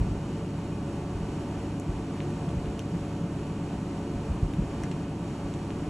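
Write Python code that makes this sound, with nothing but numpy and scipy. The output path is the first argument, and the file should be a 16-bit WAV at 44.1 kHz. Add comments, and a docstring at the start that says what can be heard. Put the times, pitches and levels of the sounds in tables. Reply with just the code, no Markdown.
"""Cat at the scratching post

A cat stretches up a rope-wrapped post in a small carpeted bedroom, heard from a phone just above it.
A fan rushes and hums throughout, over a boomy rumble that swells and sinks. The cat's weight thumps
post and floor, single fibres crackle faintly under the paws, and claws snag and snap out of the rope."""
import sys
import numpy as np
from scipy import signal
from scipy.fft import rfft, irfft
from scipy.io import wavfile
from scipy.ndimage import uniform_filter1d

SR = 44100
rng = np.random.default_rng(int(sys.argv[2]) if len(sys.argv) > 2 else 0)


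def master(y):
    """Save y as 16-bit WAV."""
    cut = np.clip(np.atleast_2d(y).T, -1, 1)
    pcm = np.round(cut * 32767)  # scale
    wavfile.write(sys.argv[1], SR, pcm.astype(np.int16))


N = 259749
TIME = np.arange(N) / SR
FREQS = np.maximum(np.fft.rfftfreq(N, 1 / SR), 1)


def undb(db):
    """Decibels to gain."""
    return 10 ** (np.asarray(db) / 20)


def automation(points):
    """Join (t/s, value) breakpoints with straight ramps."""
    return np.interp(TIME, *np.transpose(points))


def eq_curve(points):
    """Join (f/Hz, value) breakpoints on a log-frequency axis."""
    hz, values = np.transpose(points)
    return np.interp(np.log(FREQS), np.log(hz), values)


def drift(rate_hz):
    """Smooth random modulation: sample-and-hold, slewed twice, with a spread near 1."""
    hold = int(SR / rate_hz)
    steps = np.repeat(rng.standard_normal(N // hold + 1), hold)
    return 1.3 * uniform_filter1d(uniform_filter1d(steps, hold), hold)[:N]


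def white_spectrum():
    """Spectrum of white noise at 0 dB per Hz."""
    return rfft(rng.standard_normal(N)) * np.sqrt(SR / 2)


def place(track, start_s, sound):
    """Mix a sound into a track at its cue."""
    i = max(int(start_s * SR), 0)
    track[i:i + len(sound)] += sound[:N - i]


def bedroom(dry, t60_s, wet_db, width, damping_hz=8500):
    """Direct sound plus a short stereo tail off the walls; carpet and bedding soak up its treble."""
    t = TIME[:SR // 2]
    tails = rng.standard_normal((2, len(t))) * undb(-60 * t / t60_s) * (t > .005)
    tails *= undb(wet_db) / np.linalg.norm(tails[0])
    tails = signal.sosfilt(signal.butter(8, damping_hz, fs=SR, output="sos"), tails)
    mid, side = (signal.fftconvolve(dry, tail)[:N] for tail in tails)
    return dry + mid + width * np.array([side, -side])


# Air rush common to both ears, before the peaks and dips: f/Hz, density/dB per Hz
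AIR_MID = [(15, -85), (45, -70), (100, -66.5), (250, -61), (455, -66), (505, -77.5), (880, -75.5),
           (1850, -88), (3000, -88.5), (3400, -94.5), (7600, -96.5), (11500, -109), (12300, -121),
           (12500, -142)]
# Peaks and dips in the rush, including the phone microphone's 5 kHz notch: f/Hz, width/Hz, gain/dB
RUSH_EQ = [(58.6, 11.4, 12), (348, 32, 4), (390, 16, -3), (578, 59, 6.5), (632, 18, -2.5), (709, 95, 5.5),
           (909, 89, 3.5), (917, 14, 1), (1147, 63, 3.5), (1313, 29, 3), (1492, 47, 4), (4984, 440, -6.5),
           (7000, 150, 3.5), (10140, 340, 3)]
# Thin whistles, as narrow boosts of the rush: f/Hz, width/Hz, gain/dB
AIR_WHISTLES = [(1820, 45, 3.5), (2440, 20, 6.5), (2496, 14, 8.5), (2965, 40, 2)]
# Stereo width of the hiss, nearly mono from 5.8 to 7.5 kHz: f/Hz, side density/dB per Hz
HISS_WIDTH = [(350, -94), (620, -88), (820, -84.5), (1900, -103), (2480, -93), (3100, -94.5), (4000, -102),
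              (5100, -95), (5550, -103), (5850, -122), (7450, -122), (7650, -103.5), (12500, -108),
              (15500, -114)]
# How strongly the air reaches the left mic port first: f/Hz, correlation/-1..1
AIR_LEFT_LEAD = [(300, -0.21), (2700, .5), (3700, -.3), (4900, -.65), (5250, .45), (7700, -0.51),
                 (10000, -.8)]
# Balance of the rush: f/Hz, left minus right/dB
AIR_BALANCE = [(650, -0.1), (850, -3), (1600, 0.5), (2600, -0.5), (3300, 3), (4000, 1.5), (5500, -0.5)]

def fan_air(flicker_db=0.53, mono_below_hz=340):
    """The bed: turbulent air coloured by peaks and dips, centred in the bass and wider above."""
    bells = RUSH_EQ + AIR_WHISTLES
    colour_db = sum(db * 2 ** -((2 * (FREQS - hz) / width) ** 2) for hz, width, db in bells)
    direct, diffuse = white_spectrum(), white_spectrum()
    mid = direct * undb(eq_curve(AIR_MID) + colour_db)
    # a small lag between the ports puts the side signal a quarter cycle out of step
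    lead = np.clip(eq_curve(AIR_LEFT_LEAD), -1, 1)
    side = (1j * lead * direct + np.sqrt(1 - lead ** 2) * diffuse) * undb(eq_curve(HISS_WIDTH))
    # long waves reach both ports alike
    ears = np.array([[1], [-1]]) / (1 + (mono_below_hz / FREQS) ** 4)
    pan = undb(ears * eq_curve(AIR_BALANCE) / 2)
    return irfft((mid + ears * side) * pan, N) * undb(flicker_db * drift(9))


# Blade tones: f/multiple of the shaft rate, level/dB
BLADE_TONES = [(1, -54), (4, -42), (5, -52), (8, -44), (9, -59.5), (11, -44), (12, -48), (22, -52.5)]
# Steady motor hum: f/Hz, level/dB
MOTOR_HUM = [(72.5, -46.5), (120, -50.5)]

def fan_tones(shaft_hz=25.555, wobble=0.00069, flutter_db=0.84):
    """Blade tones locked to a slightly unsteady shaft, over the motor's hum."""
    turns = np.cumsum(shaft_hz * (1 + wobble * drift(2.82))) / SR
    blades = np.zeros(N)
    for order, db in BLADE_TONES:
        gain = undb(db + flutter_db * drift(2.92))
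        blades += gain * np.sin(2 * np.pi * (order * turns + rng.random()))
    motor = sum(undb(db) * np.sin(2 * np.pi * (hz * TIME + rng.random())) for hz, db in MOTOR_HUM)
    return np.sqrt(2) * (blades + motor)


# Fader ride of the boomy rumble: t/s, level/dB
RUMBLE_RIDE = [(0.0, -27.5), (0.1, -37), (2.17, -39), (2.33, -31), (2.38, -38.5), (2.44, -33.5),
               (2.55, -30.5), (2.62, -40.5), (2.89, -40), (2.95, -27.5), (3.03, -40.5), (3.25, -32),
               (3.33, -36.5), (4.45, -39), (4.51, -45), (4.59, -27.5), (4.69, -45), (4.95, -32),
               (4.99, -37.5), (5.89, -38.5)]

def rumble(centre_hz=159.8, width_hz=47.5, leveller_s=0.16):
    """A narrow, boomy noise band that flutters at random while its level swells and sinks."""
    band = irfft(white_spectrum() / (1 + (2 * (FREQS - centre_hz) / width_hz) ** 4), N)
    band /= np.sqrt(uniform_filter1d(band ** 2, size=int(leveller_s * SR)))
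    return band * undb(automation(RUMBLE_RIDE))


# Low modes of the post standing on the floor: f/Hz, relative level/dB, t60/s
POST_MODES = [(40.6, -1, 0.18), (54, 3, 0.24), (70.8, 1.5, 0.23), (109.3, 6, 0.1), (159, 3, 0.085)]

def post_thud(contact_ms):
    """A soft push rings the post's low modes; longer contact gives a duller thud."""
    t = TIME[:SR // 3]
    ring = sum(undb(db - 60 * t / t60) * np.cos(2 * np.pi * hz * t) for hz, db, t60 in POST_MODES)
    push = np.sin(np.pi * np.minimum(t * 1000 / contact_ms, 1)) ** 2
    # only the changing motion of the boards moves the air
    pressure = -np.gradient(signal.fftconvolve(push, ring)[:len(t)])
    return pressure / np.abs(pressure).max()


# The cat's weight landing on post and floor: t/s, dry peak level/dB, contact/ms
LANDINGS = [(0.006, -15, 12.4), (0.094, -26.5, 10.6), (0.113, -23, 11.4), (1.149, -26, 11),
            (1.205, -26, 6.9), (1.892, -20, 8.9), (1.935, -30, 11), (2.531, -25.5, 3.8), (2.568, -20, 7.3),
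            (2.673, -27, 13), (4.155, -26, 13), (4.296, -20, 9.5), (4.308, -17.5, 12.2),
            (4.427, -12.5, 8.5), (4.5932, -16.5, 5.4), (4.606, -22, 16), (5.444, -28, 13)]

def body_thumps(settle_s=0.0193, settle_db=-9.5, settle_contact_ms=13.7):
    """The cat's weight lands, then settles with a second, softer push."""
    track = np.zeros(N)
    for start_s, db, contact_ms in LANDINGS:
        place(track, start_s, undb(db) * post_thud(contact_ms))
        place(track, start_s + settle_s, undb(db + settle_db) * post_thud(settle_contact_ms))
    return bedroom(track, t60_s=0.52, wet_db=-10, width=0)


# Modes of a claw, damped by the rope it grips: f/multiple of claw f, width/multiple of rope's, gain/dB
CLAW_MODES = [(1, 1.7, 0), (1.55, 2.6, -6.5), (2.55, 2, -24)]

def rope_ring(force, rope_hz, width_hz, claw_hz, claw_db, cutoff_hz):
    """A contact force rings rope and claw; a steep high cut takes off the very top."""
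    hz = np.maximum(np.fft.rfftfreq(len(force), 1 / SR), 1)

    def mode(centre, width):
        return 1 / (1 + 1j * (hz ** 2 - centre ** 2) / (hz * width))

    claw = sum(undb(db) * mode(ratio * claw_hz, wider * width_hz) ** 2 for ratio, wider, db in CLAW_MODES)
    ring = mode(rope_hz, width_hz) ** 2 + undb(claw_db) * claw
    phone_notch = 1 - (1 - undb(-14)) * mode(centre=4850, width=560)
    rung = irfft(rfft(force) * ring * phone_notch, len(force))
    return signal.sosfilt(signal.butter(16, cutoff_hz, fs=SR, output="sos"), rung)


# How hard the paws work the rope: t/s, gain/dB
PAW_EFFORT = [(0, -12), (1.3, -8), (1.6, 1), (2.3, -4), (3.0, -3), (3.9, -1), (4.8, -5.5), (5.89, -7)]

def fibre_crackle(per_second=30, force_db=-34, scatter_db=1.0):
    """Single rope fibres give way at random, ticking louder as the paws pull harder."""
    breaks = rng.random(N) < per_second / SR
    size = np.clip(rng.standard_normal(N), -2, 2)
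    ticks = breaks * undb(force_db + scatter_db * size + automation(PAW_EFFORT))
    crackle = rope_ring(ticks, rope_hz=2400, width_hz=1500, claw_hz=6700, claw_db=-8, cutoff_hz=10700)
    return bedroom(crackle, t60_s=0.2, wet_db=-4, width=0.7)


# Claws snapping out of the rope: t/s, dry level over 2 ms/dB, rope f/Hz, ring width/Hz, claw f/Hz,
# claw against rope/dB, tear's time to fall 20 dB/ms, pluck against tear/ratio, high cut/Hz
CLAW_HITS = [(1.7989, -44.8, 2200, 2600, 7500, 9, 1.2, 2, 12000),
             (2.204, -38.5, 2400, 1700, 6000, -19, 1.0, 4, 9000),
             (2.304, -51, 2500, 1200, 6400, 6, 1.5, 1, 10000),
             (2.49, -47, 2800, 1600, 6700, -13, 6, .6, 11000),
             (2.6576, -46.5, 2750, 1500, 6300, -15, 1.2, 1.7, 11000),
             (2.7933, -37, 2930, 780, 6000, -7.5, 1.0, 5, 16500),
             (4.536, -43.5, 2200, 2600, 6900, -12, 7, .25, 11500),
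             (4.8355, -41, 1710, 650, 5700, 1, 1.0, 4, 12200),
             (4.837, -37, 1550, 1200, 7200, -17, 2, 1.6, 11000),
             (4.841, -45, 2500, 2400, 6300, -17, 4.5, .4, 10900),
             (4.914, -40, 2530, 2400, 7100, -15, 4, 0.65, 8500),
             (5.5394, -45, 3000, 1900, 7600, -2, 1.4, 2, 9500),
             (5.705, -42, 2150, 2400, 7000, -20, 1.2, 2.1, 9000)]

def claw_snaps(samples=2048):
    """Each snap is a few milliseconds of tearing fibres; a taut strand pings, a slack one rasps."""
    track, ms = np.zeros(N), 1000 * TIME[:samples]
    for start_s, db, rope_hz, width_hz, claw_hz, claw_db, decay_ms, pluck, cutoff_hz in CLAW_HITS:
        tear = rng.standard_normal(samples) * undb(-20 * ms / decay_ms)
        tear[0] = pluck * np.linalg.norm(tear)  # the first fibre lets go with one clean pluck
        force = np.pad(tear, (0, samples))
        snap = rope_ring(force, rope_hz, width_hz, claw_hz, claw_db, cutoff_hz)[:samples]
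        snap *= np.sqrt(.002 * SR / np.sum(snap ** 2))  # the energy of 2 ms at 0 dB
        place(track, start_s, undb(db) * snap)
    return bedroom(track, t60_s=0.072, wet_db=-8.5, width=0.6)


def scene():
    """The fan fills the room; the cat works the post in the centre."""
    bed = fan_air() + fan_tones() + rumble()
    return bed + body_thumps() + claw_snaps() + fibre_crackle()


def record(dry):
    """The phone's steep high cut at 15.8 kHz."""
    return signal.sosfilt(signal.ellip(8, .2, 70, 15800, fs=SR, output="sos"), dry)


dry = scene()
out = record(dry)
master(out)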